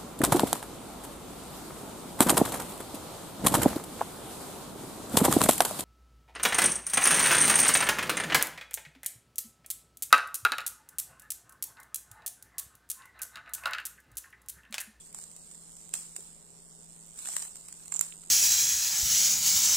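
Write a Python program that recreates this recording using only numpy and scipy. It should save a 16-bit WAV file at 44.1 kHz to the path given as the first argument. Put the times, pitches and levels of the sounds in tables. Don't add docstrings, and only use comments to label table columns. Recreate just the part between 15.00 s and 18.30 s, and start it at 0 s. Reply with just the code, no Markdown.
import sys
import numpy as np
from scipy import signal
from scipy.fft import rfft, irfft
from scipy.io import wavfile
from scipy.ndimage import uniform_filter1d

SR = 44100
rng = np.random.default_rng(int(sys.argv[2]) if len(sys.argv) > 2 else 0)


def log_audio(samples):
    frames = np.atleast_2d(samples).T
    limited = np.clip(frames, -1, 1)
    pcm = np.round(limited * 32767).astype(np.int16)
    wavfile.write(sys.argv[1], SR, pcm)


def amplitude_ratio(level_db):
    exponent = np.asarray(level_db, float) / 20
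    return 10 ** exponent


N = 145530


def evened(x):
    return x / np.sqrt(np.mean(x ** 2) + 1e-20)


def read(points, hz):
    f, value = np.transpose(points)
    return np.interp(np.log(hz + 1), np.log(f + 1), value)


def add(mix, s, sound):
    part = mix[:, round(s * SR):][:, :sound.shape[1]]
    part += sound[:, :part.shape[1]]


def resonate(x, hz, width_hz):
    r = np.exp(-np.pi * width_hz / SR)
    return 2 * signal.lfilter([1 - r], [1, -r * np.exp(2j * np.pi * hz / SR)], x).real


def resonate_twice(x, hz, width_hz):
    return resonate(resonate(x, hz, width_hz), hz, width_hz)


def panned(x, lean_db):
    return x * amplitude_ratio(np.array([[.5], [-.5]]) * lean_db)


def capsules(x):
    # frequency in Hz, gain in dB.
    burst_colour = [(200, -34.5), (700, -21), (2300, -20), (3600, -20), (6200, -12.5), (10000, -17.5),
                    (15000, -20), (16300, -38.5)]
    # frequency in Hz, width in Hz, gain in dB.
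    cavities = [
        [(7930, 660, 9), (8680, 1200, 14)],
        [(7400, 750, 13), (8060, 1330, 14)],
    ]
    hz = abs(np.fft.fftfreq(1024, 1 / SR))
    log_gain = np.log(amplitude_ratio(read(burst_colour, hz)))
    phase = -signal.hilbert(log_gain).imag
    taps = np.fft.ifft(np.exp(log_gain + 1j * phase)).real[:512]
    x = signal.oaconvolve(x, taps[None], axes=1)[:, :x.shape[1]]
    out = x.copy()
    for side, peaks in enumerate(cavities):
        for f, width_hz, db in peaks:
            out[side] += amplitude_ratio(db) * resonate_twice(x[side], f, width_hz)
    return out


def sizzle():
    # time in seconds, level in dB.
    heat = [(0, -50), (.14, -58), (.16, -44.5), (.3, -53.5), (.93, -53), (.945, -36.5), (1.1, -51),
            (1.16, -52.5), (1.17, -46.5), (1.4, -57.5), (2.15, -55.5), (2.19, -44.5), (2.24, -41.5),
            (2.28, -37.5), (2.43, -38.5), (2.53, -50.5), (3.0, -52.5), (3.015, -38)]
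    cool_db_per_s, rest_db = 97, -54
    fizz_from_s, fizz_to_s, fizz_db, fizz_fade_db_per_s = 2.921, 2.98, 9, 400
    bubbles_per_s, bubble_s, biggest, spread_db = 2500, 0.00068, 0.0076, 3.5
    lag_s, scatter_db, smooth_db = .0003, 3, -4.5

    t = np.arange(N) / SR
    last_s, last_db = heat[-1]
    cooling_db = np.maximum(last_db - cool_db_per_s * (t - last_s), rest_db)
    heat_db = np.where(t < last_s, np.interp(t, *np.transpose(heat)), cooling_db)
    fizz = np.clip(fizz_db - fizz_fade_db_per_s * (t - fizz_to_s), 0, fizz_db)
    heat_db = heat_db + (t > fizz_from_s) * fizz

    hit, big, lag, lean, kind = rng.random((N, 5)).T
    size = amplitude_ratio(-spread_db * np.log(big + biggest)) * (hit < bubbles_per_s / SR)
    late = np.arange(N) + np.round((2 * lag - 1) * lag_s * SR).astype(int)
    late = np.clip(late, 0, N - 1)
    lean_gain = amplitude_ratio(scatter_db * (2 * lean - 1))
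    clicks = np.zeros((2, N))
    shapes = rng.standard_normal((16, 128)) * np.exp(-t[:128] / bubble_s)
    for k, shape in enumerate(shapes):
        some = size * ((kind * len(shapes)).astype(int) == k)
        pulses = [some * lean_gain, np.bincount(late, some / lean_gain, N)]
        clicks += signal.oaconvolve(pulses, evened(shape)[None], axes=1)[:, :N]
    hiss = amplitude_ratio(smooth_db) * rng.standard_normal((2, N))
    return amplitude_ratio(heat_db) * evened(capsules(evened(clicks) + hiss))


def kitchen():
    # frequency in Hz, level in dB per Hz.
    floor = [(12, -27), (20, 5), (106, -11), (138, -9), (167, -4), (311, -10), (414, -10), (2860, -26),
             (6000, -19), (7800, -44), (13200, -120)]
    # frequency in Hz, left-right likeness from -1 to 1.
    likeness = [(60, -0.02), (180, 0.45), (550, 0.65), (1650, -0.042), (4970, 0.14), (15000, -0.25)]
    # frequency in Hz, left-right difference in dB.
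    balance = [(60, 4), (240, 5.5), (950, 7.5), (3770, -10), (15000, 1)]
    # frequency in Hz, width in Hz, level in dB.
    hum = [
        (165.8, 2.9, -66),
        (209.8, 13.4, -77.5),
        (411.2, 31, -84.5),
    ]
    floor_db, hum_lean_db = -62.5, 8
    murmur_s, murmur_span_s, murmur_db = 1.65, 0.3, 8

    hz = np.fft.rfftfreq(N, 1 / SR)
    a, b = rfft(rng.standard_normal((2, N)))
    same = np.clip(read(likeness, hz), -1, 1)
    z = np.array([a, same * a + np.sqrt(1 - same ** 2) * b])
    z = z * panned(amplitude_ratio(read(floor, hz)), read(balance, hz))
    out = amplitude_ratio(floor_db) * evened(irfft(z, N))

    t = np.arange(N) / SR
    steady = 0.68
    for f, width_hz, db in hum:
        waver = evened(resonate_twice(rng.standard_normal(N + SR), f, width_hz)[SR:])
        tone = steady * np.sqrt(2) * np.sin(2 * np.pi * f * t) + (1 - steady) * waver
        out += panned(amplitude_ratio(db) * evened(tone), hum_lean_db)
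        steady = 0
    swell = np.exp(-((t - murmur_s) / murmur_span_s) ** 2)
    return out + panned(amplitude_ratio(db + murmur_db) * swell * np.roll(waver, SR), hum_lean_db)


def vent():
    # time in seconds, ticks so far, peak in dB.
    venting = [(0.003, 0, -45), (.315, 27, -43), (.504, 47, -41), (.754, 77, -41), (.920, 96, -41),
               (1.118, 120, -42), (1.304, 143, -41), (1.436, 158, -45), (1.734, 197, -43),
               (1.964, 225, -40), (2.100, 240, -40), (2.169, 248, -39), (2.582, 290, -42),
               (2.779, 310, -42), (3.058, 340, -36), (3.198, 354, -38), (3.250, 359, -36),
               (3.297, 363, -35)]
    # frequency in Hz, width in Hz.
    tick_ring = [
        (8400, 1600),
        (7810, 1180),
    ]
    jitter_s, left_lag_s = .0004, .0006
    level_db, scatter_db, lean_db = -.5, 1.5, -7

    s, count, db = np.transpose(venting)
    out = np.zeros((2, N))
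    clicks = np.arange(300) == np.array([[round(left_lag_s * SR)], [0]])
    for at in np.interp(np.arange(count[-1] + 1), count, s):
        shift, size, bend = rng.standard_normal(3)
        tick = np.array([resonate_twice(1. * click, f * (1 + .03 * bend), width_hz)
                         for click, (f, width_hz) in zip(clicks, tick_ring)])
        tick = tick / abs(tick).max(axis=1, keepdims=True)
        tick = tick * amplitude_ratio(np.interp(at, s, db) + level_db + scatter_db * size)
        add(out, abs(at + jitter_s * shift), panned(tick, lean_db))
    return out


def spitting(noise, length_s):
    t = np.arange(noise.shape[-1]) / SR
    return noise * t / length_s * np.exp(-2 * t / length_s)


def burst(length_s, body_db, ring):
    spit = spitting(rng.standard_normal((2, 900)), length_s)
    top = ring(spit)
    plop = resonate_twice(spit[0], 1480, 2600)
    plop = signal.lfilter(*signal.butter(2, 550, "high", fs=SR), plop)
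    top = top / abs(top).max(axis=1, keepdims=True)
    return top + amplitude_ratio(body_db + 0.5) * plop / abs(plop).max()


def pops():
    # start in seconds, peak in dB, low body re peak in dB, left-right in dB.
    large_bursts = [(0.0644, -47, -29, -9), (0.1271, -37.5, -37, -2), (0.1459, -26.5, -31, -3),
                    (0.187, -33, -18.5, -2.0), (0.215, -37, -37, 1), (0.2378, -35, -44, -12.5),
                    (0.3142, -42, -33, -10), (0.3634, -35, -34, -2), (0.5130, -40, -21, -6),
                    (0.5470, -40.5, -28, -4), (0.7662, -41, -37, -5), (0.8909, -36.5, -24, -5),
                    (0.9382, -16.5, -27, -9), (0.9523, -29, -23, 4), (1.163, -24.5, -45, -4.5),
                    (2.1745, -41, -29, -4), (2.1846, -37, -29, -4), (2.1889, -33, -32, -9),
                    (2.1960, -35, -28, -4), (2.25, -38, -16, -11), (2.2562, -32.5, -8.5, -2),
                    (2.2724, -29, -19, -13), (2.2862, -24.5, -16.5, -2.5), (2.336, -33.5, -13, -1),
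                    (2.365, -16.5, -23, -2), (2.3800, -31, -24, -1), (2.3930, -32, -24, -4),
                    (2.399, -30, -26, -4), (2.4236, -24, -22.5, -4), (2.4510, -32.5, -25, -4),
                    (2.4720, -38, -30, -2), (2.5559, -33.5, -38, -4), (2.5660, -36, -36, -2),
                    (2.6845, -32.5, -25, -4), (2.7254, -32, -46, -4.5), (2.8570, -39, -24, -9),
                    (2.8795, -33, -40, -4.5), (3.2350, -43.5, -14, -6)]
    out = np.zeros((2, N))
    for s, db, body_db, lean_db in large_bursts:
        add(out, s, panned(amplitude_ratio(db + 1.5) * burst(.002, body_db, capsules), lean_db))
    return out


def puff(db, hz, width_hz, length_s):
    x = resonate_twice(spitting(rng.standard_normal(3000), length_s), hz, width_hz)
    return amplitude_ratio(db) * x / abs(x).max()


def knocks():
    # start in seconds, peak in dB, centre in Hz, width in Hz, length in seconds.
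    spits = [
        (1.1810, -49.5, 440, 200, 0.011),
        (2.8000, -56, 1700, 1400, .003),
        (2.9500, -44.5, 670, 790, 0.0031),
        (2.9220, -42.5, 1120, 700, 0.0034),
        (1.7, -52, 4400, 1600, .003),
        (2.6850, -50, 2000, 2300, 0.0017),
        (2.2870, -41, 770, 700, 0.004),
        (0.8600, -58, 860, 1300, .0035),
        (3.0110, -44, 770, 980, 0.0032),
        (2.9225, -42.5, 2200, 830, 0.0021),
    ]
    out = np.zeros((2, N))
    for s, db, hz, width_hz, length_s in spits:
        add(out, s, panned(puff(db, hz, width_hz, length_s), 1.5))
    return out


def snaps():
    # start in seconds, peak in dB, centre in Hz, width in Hz, left-right in dB.
    ruptures = [
        (.9386, -32, 14600, 2500, -1),
        (.9390, -33.5, 2160, 1000, 3),
        (1.1635, -46.5, 2180, 1010, -2),
        (2.0655, -49, 14000, 3500, -6),
        (2.3655, -35.5, 2260, 1500, -2),
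        (2.6845, -47, 14000, 4000, -3),
        (2.9925, -30, 13000, 5000, -6),
        (3.0101, -13.5, 10400, 6900, -2),
        (3.0103, -30, 2200, 2200, -4),
        (3.1236, -39, 2380, 2620, -18),
    ]
    out = np.zeros((2, N))
    for s, db, hz, width_hz, lean_db in ruptures:
        add(out, s, panned(puff(db, hz, width_hz, 0.00062), lean_db))
    return out


def sputter():
    # start in seconds, peak in dB, low body re peak in dB, left-right in dB.
    sputters = [(2.9209, -24, -20, -13), (2.9231, -20.5, -20.5, -10), (2.9284, -34, -30, -10),
                (2.9400, -22.5, -41, -15.5), (2.9458, -26, -32, -17), (2.9530, -29, -21, -12),
                (2.9610, -23, -28, -20), (2.9661, -23, -26, -14.5), (2.9744, -33, -28, -5),
                (2.9815, -38, -30, -6), (2.9923, -17.5, -33, -17), (3.0102, -14.5, -30, -13),
                (3.0115, -18, -30, -18.5), (3.0247, -33, -24, -3)]

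    def ring(x):
        left, right = capsules(x)
        return np.array([left, 0.052 * right + resonate_twice(x[1], 7390, 600)])

    out = np.zeros((2, N))
    for s, db, body_db, lean_db in sputters:
        add(out, s, panned(amplitude_ratio(db - 1) * burst(0.00078, body_db, ring), lean_db))
    return out


def room(x):
    t60_s = 0.21
    t = np.arange(SR // 2) / SR
    tail = rng.standard_normal((2, len(t))) * amplitude_ratio(-60 * t / t60_s) * (t > .003)
    crossed = x + 0.3 * x[::-1]
    return signal.fftconvolve(crossed, tail / np.linalg.norm(tail[0]), axes=1)[:, :N]


def wavering_bands(x):
    # frequency in Hz, threshold in standard deviations.
    rarity = [(1000, 3), (2000, 1.7), (3500, .8), (6200, 1), (7000, 3), (9200, 3), (10000, .7),
              (15350, 1.3), (15700, -2.2)]
    drop_db, waver_db = -30, 1.5
    hz, _, z = signal.stft(x, SR, nperseg=1024, noverlap=768)
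    need = rng.standard_normal(z.shape[1:])
    need = uniform_filter1d(need, size=6, axis=0)
    need = evened(uniform_filter1d(need, size=12, axis=1))
    rare = read(rarity, hz)[:, None]
    gain_db = drop_db * np.clip(8 * (need - rare), 0, 1)
    gain_db = gain_db - waver_db * need * np.clip(3 - rare, 0, 1)
    return signal.istft(z * amplitude_ratio(gain_db), SR, nperseg=1024, noverlap=768)[1][:, :N]


def scene():
    grill = sizzle() + vent() + pops() + knocks() + snaps() + sputter()
    return grill + amplitude_ratio(-14) * room(grill) + kitchen()


def band_limit(x):
    return signal.sosfilt(signal.butter(12, 16470, fs=SR, output="sos"), x)


def record(dry):
    mix = wavering_bands(dry)
    return band_limit(mix)


dry = scene()
out = record(dry)
log_audio(out)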